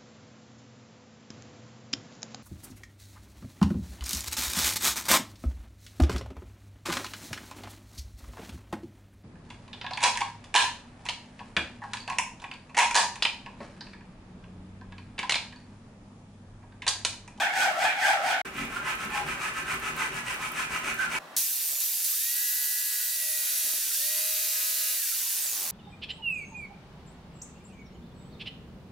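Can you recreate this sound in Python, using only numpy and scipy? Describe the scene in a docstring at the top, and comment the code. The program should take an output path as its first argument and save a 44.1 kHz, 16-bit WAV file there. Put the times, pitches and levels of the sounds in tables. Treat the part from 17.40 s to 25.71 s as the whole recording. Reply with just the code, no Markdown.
"""A wooden strip is sawn on a bench, over the hum of a small workshop.
0-1 s: a frame hacksaw; its teeth catch and ring the frame and the taut blade.
1-3.8 s: a bare hand-held blade; it rings the strip, tears fibres and shakes the bench.
From 4 s: an electric jigsaw is blipped, runs up, cuts, dips, cuts on and coasts down;
its gears whine and clatter once a stroke, its brushes and fan hiss."""
import sys
import numpy as np
from scipy import signal
from scipy.fft import rfft, irfft, next_fast_len
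from scipy.io import wavfile
from scipy.ndimage import uniform_filter1d, map_coordinates

SR = 44100
rng = np.random.default_rng(int(sys.argv[2]) if len(sys.argv) > 2 else 0)


def dump(signal):
    """Clip the signal to [-1, 1] and save it as 16-bit WAV at the path in sys.argv[1]."""
    limited = np.clip(np.atleast_2d(signal).T, -1, 1)
    pcm = np.round(limited * 32767).astype(np.int16)
    wavfile.write(sys.argv[1], SR, pcm)


N = 366471
T = np.arange(N) / SR
N_FFT = next_fast_len(N + SR, True)  # room for tails
TOP_HZ = 15850
FRAME_SPAN_S, BLADE_SPAN_S = (-0.01, 1.017), (1.05, 3.79)
TURNS_PER_STROKE = 6

# workshop hum spectrum: f/Hz, level/dB
SHOP_SPECTRUM = [(18, -81), (30, -49), (189, -12), (245, -11.5), (287, -10), (449, -12), (600, -3),
                 (702, -9.5), (780, -3.5), (1860, -13), (2120, -17), (2290, -18), (16000, -36)]
# workshop hum after the hand saws: t/s, level/dB
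SHOP_LEVEL = [(3.96, -47), (4.04, -64), (4.35, -58), (4.8, -71.5), (7.75, -70.5), (8.05, -54), (8.3, -47.5)]
# stereo images: f/Hz, left-right likeness/0-1, left minus right/dB
BENCH_STEREO = [(100, 0.93, 1.5), (332, 0.92, 0.5), (760, 0.8, 2), (1600, 0.32, 0), (2380, 0.05, -2.5),
                (4700, 0.37, -1), (9000, 0.13, -1), (14000, .02, 0.5)]
JIGSAW_STEREO = [(1700, 1, 0.9), (3340, 0.96, 0.49), (4830, 0.5, 1), (9400, 0.28, -2), (13000, 0.55, -1.7)]

# frame saw, pull and push in turn: start/s, body gain/dB, rasp gain/dB
FRAME_STROKES = [(-0.095, -26.5, -43), (0.118, -28.5, -41.5), (0.345, -27, -44.5), (0.562, -27, -42),
                 (0.806, -27.5, -45)]
# bare-blade strokes: start/s, force/dB
BLADE_STROKES = [(0.98, -7.5), (1.12, -2), (1.28, -4.5), (1.422, 2), (1.565, -2), (1.69, 1.5), (1.839, -1),
                 (1.97, 0.5), (2.125, -1), (2.239, 0.5), (2.39, -0.5), (2.537, 1.5), (2.705, -1.5),
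                 (2.83, 0), (2.975, -1), (3.116, 1), (3.28, -0.5), (3.41, 0.5), (3.555, -2.5), (3.682, 1)]
# resonances of saw and strip, before bending: f/Hz, width/Hz, level/dB
FRAME_MODES = [(692, 24, -2), (754, 42, 1), (837, 66, 4.5), (1400, 390, -8), (1503.6, 70, -1.5),
               (1656, 170, 1), (2020, 67, -2), (2347, 120, -3.5), (2870, 230, -15), (3150, 160, -22)]
BLADE_MODES = [(903, 18, -8), (1060, 36, 3.5), (1285, 55, 4.5), (1400, 280, 8), (1550, 98, 2),
               (1727, 24, 2.5), (1994, 180, 1), (2300, 73, -2.5), (2700, 370, -19)]
# taut blade's spans either side of the cut: f drawn back/Hz, f pushed forward/Hz, level/dB
SPAN_TONES = [(2192, 620, 0), (4600, 1330, -5), (395.4, 1250, -13), (2190, 5600, 2)]
# their radiation by frame and strip: f/Hz, gain/dB
FRAME_RADIATION = [(200, -25), (400, -29), (560, -0.5), (780, 5), (1080, -13.5), (1500, -2), (2000, -6),
                   (2500, -12), (3300, -11), (4200, -24), (8000, -24)]
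# spectra of tearing fibres, bright ticks and the shaking bench: f/Hz, level/dB
FRAME_RASP = [(1470, -18), (2500, -3), (2790, -29), (2990, -14), (4730, -10), (8460, -13.5), (9960, -19.5),
              (14500, -26.5), (16000, -34)]
BLADE_RASP = [(1470, -16.5), (2500, 0), (3080, -13.5), (3600, -18), (5690, -16.5), (6250, -12.5),
              (6970, -16), (8870, -13), (11200, -23.5), (16000, -31)]
TICK_SPECTRUM = [(1500, -22), (5000, -14), (10000, 9), (14000, 4), (16000, -6)]
BENCH_SPECTRUM = [(15, -38), (25, -1), (54, 1), (97, -7.5), (130, 0), (240, -1.5), (330, -4.5), (390, -2.5),
                  (430, -4.5), (671, -27), (700, -30), (910, -44), (1540, -120)]
# binding blades squawk, the bench judders: centre/s, half length/s, f/Hz, level/dB
FRAME_SQUAWKS = [(0.21, 0.03, 1510, -25.5), (0.268, 0.01, 760, -22), (0.445, 0.0061, 794, -20),
                 (0.496, 0.018, 2380, -30), (0.641, 0.01, 2020, -27.5), (0.662, 0.015, 1630, -23),
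                 (0.73, 0.081, 790, -31.5), (0.893, 0.014, 790, -41)]
BLADE_SQUAWKS = [(1.372, 0.012, 1400, -33.5), (1.785, 0.056, 827, -35.5), (2.61, 0.039, 1060, -40),
                 (2.615, 0.022, 2020, -35), (3.625, 0.037, 1540, -29.5), (3.643, .04, 1400, -40)]
BENCH_JUDDERS = [(1.217, 0.05, 220, -40), (1.678, 0.064, 207, -41.5), (2.902, 0.17, 155, -48.5)]
# sharp ticks of the blade, mostly where a stroke turns: t/s, relative level/dB
BLADE_TICKS = [(1.1427, -45), (2.2831, -43), (2.398, -34), (2.566, -34), (3.1187, -32), (3.5428, -31.5),
               (3.7199, -37)]

# jigsaw trigger held: on/s, off/s
TRIGGER = [(3.964, 4.002), (4.402, 4.426), (4.642, 4.666), (4.732, 6.37), (6.524, 7.569)]
# rotor target speed, sagging as the teeth bind: t/s, f/Hz
TARGET_SPEED = [(5.14, 420.8), (5.69, 419.3), (5.93, 411), (6.09, 415.2), (6.37, 417.3), (6.8, 416.3),
                (7.3, 419.4), (7.57, 418.4)]
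# cuts: start/s, end/s, feed time/s, depth/0-1, shudder centre/s, half length/s, boost/dB
CUTS = [(5.395, 6.41, 0.78, 0.67, 5.89, 0.1, 10.5), (6.5, 7.616, 0.16, 0.83, 6.83, 0.24, 8.5)]
# gear and fan tones: order/stroke rate, first-colour level/dB, second-colour level/dB,
# change as run-up ends/dB
WHINE_TONES = [(6, -75, -88, 0), (9, -76, -80, 0), (12, -68, -73, 0), (15, -73, -64, 2), (18, -72, -56, -4),
               (21, -62, -60, 3), (22, -67, -68, 0), (27, -57, -66, 0), (30, -66, -56, 0),
               (33, -65, -53.5, -4), (36, -58, -51, -4), (38, -64, -57, 0), (39, -59, -58, 5),
               (40, -63, -58, 0), (42, -58, -58, 4), (56, -57, -56, 1), (57, -58, -53, 0),
               (60, -62, -55, 0), (96, -60, -52, -4), (105, -60, -52, -4), (144, -49, -54, 0),
               (156, -48, -54, 0), (168, -51, -42.5, 2), (174, -49, -42, 1), (186, -50, -49, 0)]
# gear mesh, main fan whine, motor drone: t/s, level/dB
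MESH_LEVEL = [(4.6, -72), (4.72, -62), (4.76, -55), (4.82, -49.5), (4.92, -48), (5.45, -49), (5.7, -51),
              (5.9, -45.5), (6.12, -54), (6.38, -56), (6.46, -57), (6.53, -55.5), (6.61, -48), (6.77, -48),
              (6.9, -60), (7.2, -55), (7.6, -55), (7.8, -60), (7.95, -76)]
FAN_LEVEL = [(4.7, -58), (4.78, -44), (4.84, -40), (5.05, -39.5), (5.3, -42), (5.65, -45), (5.95, -40.5),
             (6.3, -40.5), (6.45, -56), (6.55, -51), (6.66, -47), (6.95, -47), (7.15, -53), (7.55, -51),
             (7.7, -80)]
DRONE_LEVEL = [(4.7, -80), (4.9, -63), (5.0, -50.5), (5.35, -50), (5.65, -52), (5.9, -65), (6.15, -58),
               (6.35, -58), (6.45, -72), (6.62, -61), (6.75, -65), (6.95, -57), (7.5, -53), (7.7, -80)]
# spectra of brush and fan hiss, casing rattle and base-plate bumps: f/Hz, level/dB
HISS_SPECTRUM = [(1470, -38), (2500, -14.5), (2810, -13), (3080, -15), (4050, -5.5), (4370, -6.5),
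                 (5920, -2), (9010, -1), (13100, 1.5), (15200, 0), (16000, -11)]
CASING_SPECTRUM = [(100, -41), (250, -29), (700, -20.5), (1300, -13), (1750, -6.5), (2800, -3),
                   (4000, -2.5), (6000, -3), (12000, -55)]
BUMP_SPECTRUM = [(40, -45), (80, -26), (150, -4), (290, 1), (480, -1), (700, -3), (1100, -13), (3000, -35)]
# bursts of hiss at switch-on, base-plate bumps on the strip: t/s, level/dB, decay/s
SWITCH_ON_BURSTS = [(3.965, -22.5, 0.045), (4.403, -28, 0.038), (4.643, -29, 0.073), (6.527, -33, 0.15)]
PLATE_BUMPS = [(6.246, -49, 0.0067), (6.266, -50, .009), (6.333, -47.5, 0.011), (6.38, -46, 0.0069),
               (6.47, -54, 0.0088)]


def undb(db):
    """Decibels to gain."""
    return 10 ** (np.asarray(db) / 20)


def unit(x):
    """Scale to rms 1."""
    return x / np.sqrt(np.mean(x ** 2))


def curve(table):
    """A (t/s, value) table at every sample."""
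    return np.interp(T, *np.transpose(table))


def gate(start_s, end_s, fade_s):
    """1 between two times, with ramps."""
    return np.clip(np.minimum(T - start_s, end_s - T) / fade_s, 0, 1)


def swell(centre_s, half_s):
    """Gaussian envelope."""
    return np.exp(-((T - centre_s) / half_s) ** 2)


def bursts(table):
    """Envelope of sudden onsets with exponential decay."""
    return sum(undb(db) * (T >= s) * np.exp(-np.abs(T - s) / decay_s) for s, db, decay_s in table)


def on_bins(points):
    """A (f/Hz, value) table at every FFT bin."""
    hz, value = np.transpose(points)
    bin_hz = np.arange(N_FFT // 2 + 1) * SR / N_FFT
    return np.interp(np.log(bin_hz + 1), np.log(hz), value)


def filtered(x, response):
    """Apply a gain per FFT bin."""
    return irfft(rfft(x, N_FFT) * response, N_FFT)[..., :N]


def colour(x, points):
    """Filter by a (f/Hz, level/dB) outline; rms 1."""
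    return unit(filtered(x, undb(on_bins(points))))


def ring(x, modes):
    """Resonator bank; rms 1."""
    return unit(sum(undb(db) * signal.lfilter(*signal.iirpeak(hz, hz / width_hz, SR), x)
                    for hz, width_hz, db in modes))


def bend(x, ratio):
    """Shift the pitch of a steady sound by a moving ratio."""
    return map_coordinates(x, [np.cumsum(ratio)], order=3, mode="wrap")


def walk(rate_hz):
    """Smooth random drift, spread near 1."""
    hold = max(int(SR / rate_hz), 2)
    return 1.2 * uniform_filter1d(np.repeat(rng.standard_normal(N // hold + 1), hold), hold)[:N]


def grit(grain_db, rate_hz):
    """Noise in uneven grains; rms 1."""
    return unit(rng.standard_normal(N) * undb(grain_db * np.tanh(walk(rate_hz) / 2) * 2))


def tone(rms_db, phase_rad):
    """Sine at an rms level."""
    return np.sqrt(2) * undb(rms_db) * np.sin(phase_rad)


def ragged_tone(hz, width_hz):
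    """Tone with jitter in pitch and level; rms 1."""
    phase_rad = 2 * np.pi * np.cumsum(hz + width_hz * walk(450)) / SR
    return unit(np.sin(phase_rad) * undb(2.8 * walk(160)))


def room(x, wet_db, t60_s, stereo):
    """Direct sound plus a dense tail off bench and walls; side reflections part left from right."""
    t = T[:SR // 2]
    tails = rng.standard_normal((2, len(t))) * undb(-60 * t / t60_s) * (t > 0.0005)
    ahead, side = rfft(tails / np.linalg.norm(tails, axis=1, keepdims=True), N_FFT)
    hz, likeness, pan_db = np.transpose(stereo)
    likeness = np.clip(on_bins(np.c_[hz, likeness]), -0.3, 0.995)
    mid = (1 + undb(wet_db) * ahead) / np.sqrt(1 + undb(wet_db) ** 2)
    side *= np.sqrt((1 - likeness) / (1 + likeness))
    sign = np.array([[1], [-1]])
    return filtered(x, (mid + sign * side) * undb(sign * on_bins(np.c_[hz, pan_db]) / 2))


def shop_hum():
    """Restless noise: silent briefly between the hand saws, low while the motor runs."""
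    level_db = np.select([T < BLADE_SPAN_S[0], T < BLADE_SPAN_S[1]], [-44.5, -46.5], curve(SHOP_LEVEL))
    air = colour(rng.standard_normal(N), SHOP_SPECTRUM) * undb(level_db + 1.3 * walk(22))
    gap = gate(FRAME_SPAN_S[1], BLADE_SPAN_S[0], fade_s=0.002)
    return room(air, wet_db=-6.5, t60_s=0.17, stereo=BENCH_STEREO) * (1 - gap)


def strokes(table, end_s):
    """Hand motion: strokes done, blade speed 0-1, and the current stroke's columns."""
    start_s, *columns = np.transpose(table)
    done = np.interp(T, np.r_[start_s, end_s], np.arange(len(start_s) + 1))
    row = np.minimum(done.astype(int), len(start_s) - 1)
    speed = np.abs(np.sin(np.pi * done))
    return done, speed, *(uniform_filter1d(column[row], size=600) for column in columns)


def teeth(rate_hz, jitter, scatter_db):
    """One catch per passing tooth, uneven in time and force; rms 1."""
    count = np.floor(np.cumsum(rate_hz * np.exp(jitter * walk(300))) / SR)
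    return unit(np.diff(count, prepend=0) * undb(scatter_db * walk(500)))


def blade_spans(forward):
    """The cut divides the taut blade: one span lengthens as the other shortens, so their tones slide."""
    spans = sum(undb(db) * ragged_tone(back_hz * (front_hz / back_hz) ** forward, width_hz=52.3)
                for back_hz, front_hz, db in SPAN_TONES)
    return filtered(spans, undb(on_bins(FRAME_RADIATION)))


def frame_saw(rasp_lead_s=0.017):
    """Taut blade: teeth rasp, then honk through the frame; their own note follows blade speed."""
    done, speed, body_db, rasp_db = strokes(FRAME_STROKES, end_s=1)
    forward = (1 + np.cos(np.pi * done)) / 2
    catches = teeth(760, jitter=0.09, scatter_db=4.5)
    honk_hz = 1480 + 168.9 * speed ** 2 - 197.3 * forward
    honk = ring(catches + 0.5 * grit(grain_db=2, rate_hz=700), FRAME_MODES)
    honk = bend(honk, honk_hz / FRAME_MODES[4][0])  # all modes move with the fifth
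    honk = colour(honk, [(150, -18), (400, -30), (620, 1), (3300, -1.5), (6000, -10.5), (14000, -37)])
    spans = blade_spans(forward)
    rasp = colour(grit(grain_db=0.5, rate_hz=1800) + 0.7 * catches, FRAME_RASP)
    tooth_note = ragged_tone(1340 + 1145 * speed, width_hz=61.5)
    body = honk * undb(-3) * (0.71 + 1.1 * speed ** 2)
    body += spans * undb(-5) * (0.48 + speed ** 2)
    body += tooth_note * undb(-10) * speed ** 2
    early_speed = np.interp(T + rasp_lead_s, T, speed)
    dry = body * undb(body_db) + rasp * undb(rasp_db + 4) * (0.25 + 1.5 * early_speed ** 3)
    for s, half_s, hz, db in FRAME_SQUAWKS:
        dry += ragged_tone(hz, width_hz=34) * undb(db) * swell(s, half_s)
    return room(dry, wet_db=-3.5, t60_s=0.34, stereo=BENCH_STEREO) * gate(*FRAME_SPAN_S, fade_s=0.0027)


def fibre_snaps(rate_hz=16, spread_db=19, decay_s=0.00051):
    """Splitting fibres tick faintly at random."""
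    ticks = (rng.random(N) < rate_hz / SR) * undb(spread_db * rng.uniform(-0.83, 1, N))
    cracks = signal.lfilter([1], [1, -np.exp(-1 / (decay_s * SR))], ticks) * rng.standard_normal(N)
    return colour(cracks, TICK_SPECTRUM) * undb(-62)


def blade_ticks(decay_s=0.0014):
    """The bare blade ticks sharply, mostly where a stroke turns."""
    envelope = bursts([(s, db - 1.5, decay_s) for s, db in BLADE_TICKS])
    return colour(rng.standard_normal(N), TICK_SPECTRUM) * envelope


def strip_ring(drive, wander_db=2.5, wander_ratio=0.012):
    """Resonances wander in level and pitch as the bare blade's contact point shifts."""
    gains = [undb(db + wander_db * walk(7)) for _, _, db in BLADE_MODES]
    body = sum(ring(drive, [mode]) * gain for mode, gain in zip(BLADE_MODES, gains))
    body = bend(body / np.linalg.norm(gains, axis=0), 1 + wander_ratio * walk(9))
    return colour(body, [(200, -26), (700, -3), (2900, 2), (4000, -5), (14000, -7)])


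def bare_blade():
    """Slack blade: ragged catches ring the strip, fibres tear, the bench rumbles."""
    _, speed, force_db = strokes(BLADE_STROKES, end_s=3.817)
    sawing_s = np.clip(T, *BLADE_SPAN_S) - BLADE_SPAN_S[0]
    rasp_db = -46.5 + 0.72 * force_db + 2 * sawing_s  # rises as the cut deepens
    bench_db = -46 - 0.87 * sawing_s  # falls as the blade settles in its groove
    catches = teeth(350 + 500 * speed, jitter=0.3, scatter_db=3)
    drive = 0.72 * catches + grit(grain_db=3, rate_hz=720)
    dry = strip_ring(drive) * undb(-36 + force_db) * (0.47 + 0.82 * speed ** 2.7)
    rasp = colour(grit(grain_db=3, rate_hz=1100) + 0.31 * catches, BLADE_RASP)
    dry += rasp * undb(rasp_db) * (0.19 + 1.62 * speed ** 1.52)
    for s, half_s, hz, db in BLADE_SQUAWKS + BENCH_JUDDERS:
        dry += ring(drive, [(hz, 35, 0)]) * undb(db) * swell(s, half_s)
    bench = colour(grit(grain_db=3, rate_hz=40), BENCH_SPECTRUM) * undb(bench_db) * (0.88 + 0.13 * speed)
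    dry += bench + fibre_snaps() + blade_ticks()
    return room(dry, wet_db=-4.5, t60_s=0.35, stereo=BENCH_STEREO) * gate(*BLADE_SPAN_S, fade_s=0.0036)


def motor(spin_up_s=0.081, coast_s=0.432, stall_pull=2.7):
    """Rotor speed in Hz: quick run-up on the trigger, slow coast after release."""
    speed = np.zeros(N)
    for on_s, off_s in TRIGGER:
        deficit = 1 - np.interp(on_s, T, speed)
        fade = np.exp(-np.clip(T - on_s, 0, off_s - on_s) / spin_up_s)
        driven = 1 - deficit * fade / (1 + stall_pull * deficit * (1 - fade))
        speed = np.where(T > on_s, driven * np.exp(-np.maximum(T - off_s, 0) / coast_s), speed)
    return np.maximum(speed * curve(TARGET_SPEED), 1)


def cutting(release_s=0.027):
    """Blade load 0-1, and the strip's vibration, which swells once in each cut."""
    load, shake = np.zeros(N), np.zeros(N)
    for start_s, end_s, feed_s, depth, shudder_s, half_s, shudder_db in CUTS:
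        bite = depth * np.clip(np.minimum((T - start_s) / feed_s, (end_s - T) / release_s), 0, 1)
        load += bite
        shake += bite * undb(shudder_db * swell(shudder_s, half_s))
    return np.clip(load, 0, 1), shake


def plate_bumps():
    """The base plate knocks on the strip."""
    knocks = colour(rng.standard_normal(N), BUMP_SPECTRUM) * bursts(PLATE_BUMPS)
    return signal.sosfilt(signal.butter(2, 160, "high", fs=SR, output="sos"), knocks)


def switch_on_bursts():
    """A short, bright burst of hiss as the motor starts."""
    noise = grit(grain_db=-0.5, rate_hz=3600)
    midrange = undb(-19) * colour(noise, CASING_SPECTRUM)
    return (colour(noise, HISS_SPECTRUM) + midrange) * bursts(SWITCH_ON_BURSTS)


def brush_fizz():
    """The brushes fizz through the blips and first run-up."""
    fizz = ring(grit(grain_db=-9, rate_hz=3000), [(13300, 1900, 0)])
    return ring(fizz, [(13100, 1900, 0)]) * undb(-36) * gate(3.96, 5.4, fade_s=0.081)


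def commutator(rotor_hz, power, bars=56, loudest_rotor_hz=165, log_spread=0.45):
    """The commutator whistles as the rotor coasts through low speeds."""
    bar_hz = bars * rotor_hz
    coasting = np.exp(-(np.log(rotor_hz / loudest_rotor_hz) / log_spread) ** 2) * (1 - power)
    return undb(-39.8) * coasting * (bar_hz < TOP_HZ) * ragged_tone(bar_hz, width_hz=100)


def clatter(stroke, rotor_db):
    """A rattle each stroke, rotor harmonics offset by rotor_db; loose parts slowly shift its pattern."""
    orders = np.arange(35, 225)
    gains = undb(rotor_db * (orders % TURNS_PER_STROKE == 0))
    out = np.zeros(N)
    for _ in range(3):
        bins = np.zeros(orders[-1] + 1, complex)
        bins[orders] = gains * np.exp(2j * np.pi * rng.random(len(orders)))
        cycle = irfft(bins, 2 ** 13)
        out += np.interp(stroke % 1, np.linspace(0, 1, len(cycle)), cycle) * np.cos(walk(3))
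    return unit(out / np.sqrt(uniform_filter1d(out ** 2, size=4000)))


def blend(share, periodic, noise):
    """Equal-power mix; share is the periodic part."""
    return np.sqrt(share) * periodic + np.sqrt(1 - share) * noise


def hiss_and_rattle(turns, speed, load, power):
    """Brush and fan hiss plus casing rattle, chopped once and twice a rotor turn."""
    stroke = turns / TURNS_PER_STROKE
    swung = T > 6.05  # saw swung round, vents exposed
    chop = 1 + (0.3 - 0.25 * power) * np.cos(2 * np.pi * turns)
    chop += (0.34 - 0.2 * load) * np.cos(4 * np.pi * turns)
    hiss = blend((0.08 + 0.17 * power) * speed ** 2,
                 clatter(stroke, rotor_db=-10.5), grit(grain_db=1.5, rate_hz=4500))
    rattle = blend(0.4 * power * speed ** 2, clatter(stroke, rotor_db=2.5), grit(grain_db=2, rate_hz=300))
    return (colour(chop * hiss, HISS_SPECTRUM) * undb(-31 + 0.87 * swung)
            + colour(chop * rattle, CASING_SPECTRUM) * undb(-42.5 + 2.5 * swung))


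def whine(stroke, speed, colour_mix, power, waver_db=2.2, mesh_order=28, fan_order=162, drone_order=24):
    """Gear, fan and motor tones at multiples of the stroke rate; the colour changes during each cut."""
    out = np.zeros((2, N))
    stroke_rad = 2 * np.pi * stroke
    driven = 0.22 + 0.78 * power  # gears run slack off the trigger
    backlash_rad = 2 * (1 - speed) * walk(180)
    run_up_end = sum(swell(on_s + 0.28, half_s=0.12) for on_s, _ in TRIGGER[-2:])
    for order, first_db, second_db, run_up_db in WHINE_TONES:
        level_db = first_db + (second_db - first_db) * colour_mix + run_up_db * run_up_end
        level_db += waver_db * (walk(7) + 0.7 * walk(60))
        # high fan tones sing all the way up, the rest only near full speed
        exponent = 2 if order >= 144 else 12 if order > mesh_order else 20
        stereo_rad = rng.choice([-1, 1]) * order / 260 * np.array([[1], [-1]])
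        jitter_rad = (0.2 + order / 500) * walk(90)
        phase_rad = order * stroke_rad + backlash_rad + jitter_rad + stereo_rad
        out += driven * speed ** exponent * tone(level_db, phase_rad)
    out += tone(curve(FAN_LEVEL) + waver_db * walk(25), fan_order * stroke_rad + backlash_rad)
    out += tone(curve(DRONE_LEVEL) + waver_db * walk(25) / 2, drone_order * stroke_rad + backlash_rad)
    stutter_db = np.clip(120 * (1 - speed), 1.5, 4) * walk(55)  # deeper below full speed
    mesh_rad = mesh_order * stroke_rad + backlash_rad + 0.35 * walk(140)
    return out + tone(curve(MESH_LEVEL) + stutter_db, mesh_rad)


def jigsaw(rotor_hz, fade_below_hz=83, hum_order=9):
    """The rotor drives hiss, rattle and whine; the strip hums under the blade."""
    load, shake = cutting()
    turns = np.cumsum(rotor_hz * (1 + 0.000536 * walk(40))) / SR
    stroke, speed = turns / TURNS_PER_STROKE, rotor_hz / rotor_hz.max()
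    power = sum(gate(on_s, off_s, fade_s=0.019) for on_s, off_s in TRIGGER)
    started = T > TRIGGER[0][0]
    dry = hiss_and_rattle(turns, speed, load, power) * rotor_hz / np.hypot(rotor_hz, fade_below_hz)
    dry += switch_on_bursts() + plate_bumps() + brush_fizz() + commutator(rotor_hz, power)
    tones = whine(stroke, speed, load, power) * started
    strip_hum = shake * tone(-58.5, 2 * np.pi * hum_order * stroke)
    return room(dry * started, wet_db=-5, t60_s=0.24, stereo=JIGSAW_STEREO) + tones + strip_hum


def scene():
    """Three saws in turn over the workshop hum."""
    return frame_saw() + bare_blade() + jigsaw(motor()) + shop_hum()


def record(dry):
    """Band limit: 36 Hz to TOP_HZ."""
    dry = signal.sosfilt(signal.butter(4, 36, "high", fs=SR, output="sos"), dry)
    return signal.sosfilt(signal.ellip(12, 0.1, 80, TOP_HZ, fs=SR, output="sos"), dry)


dry = scene()
out = record(dry)
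dump(out)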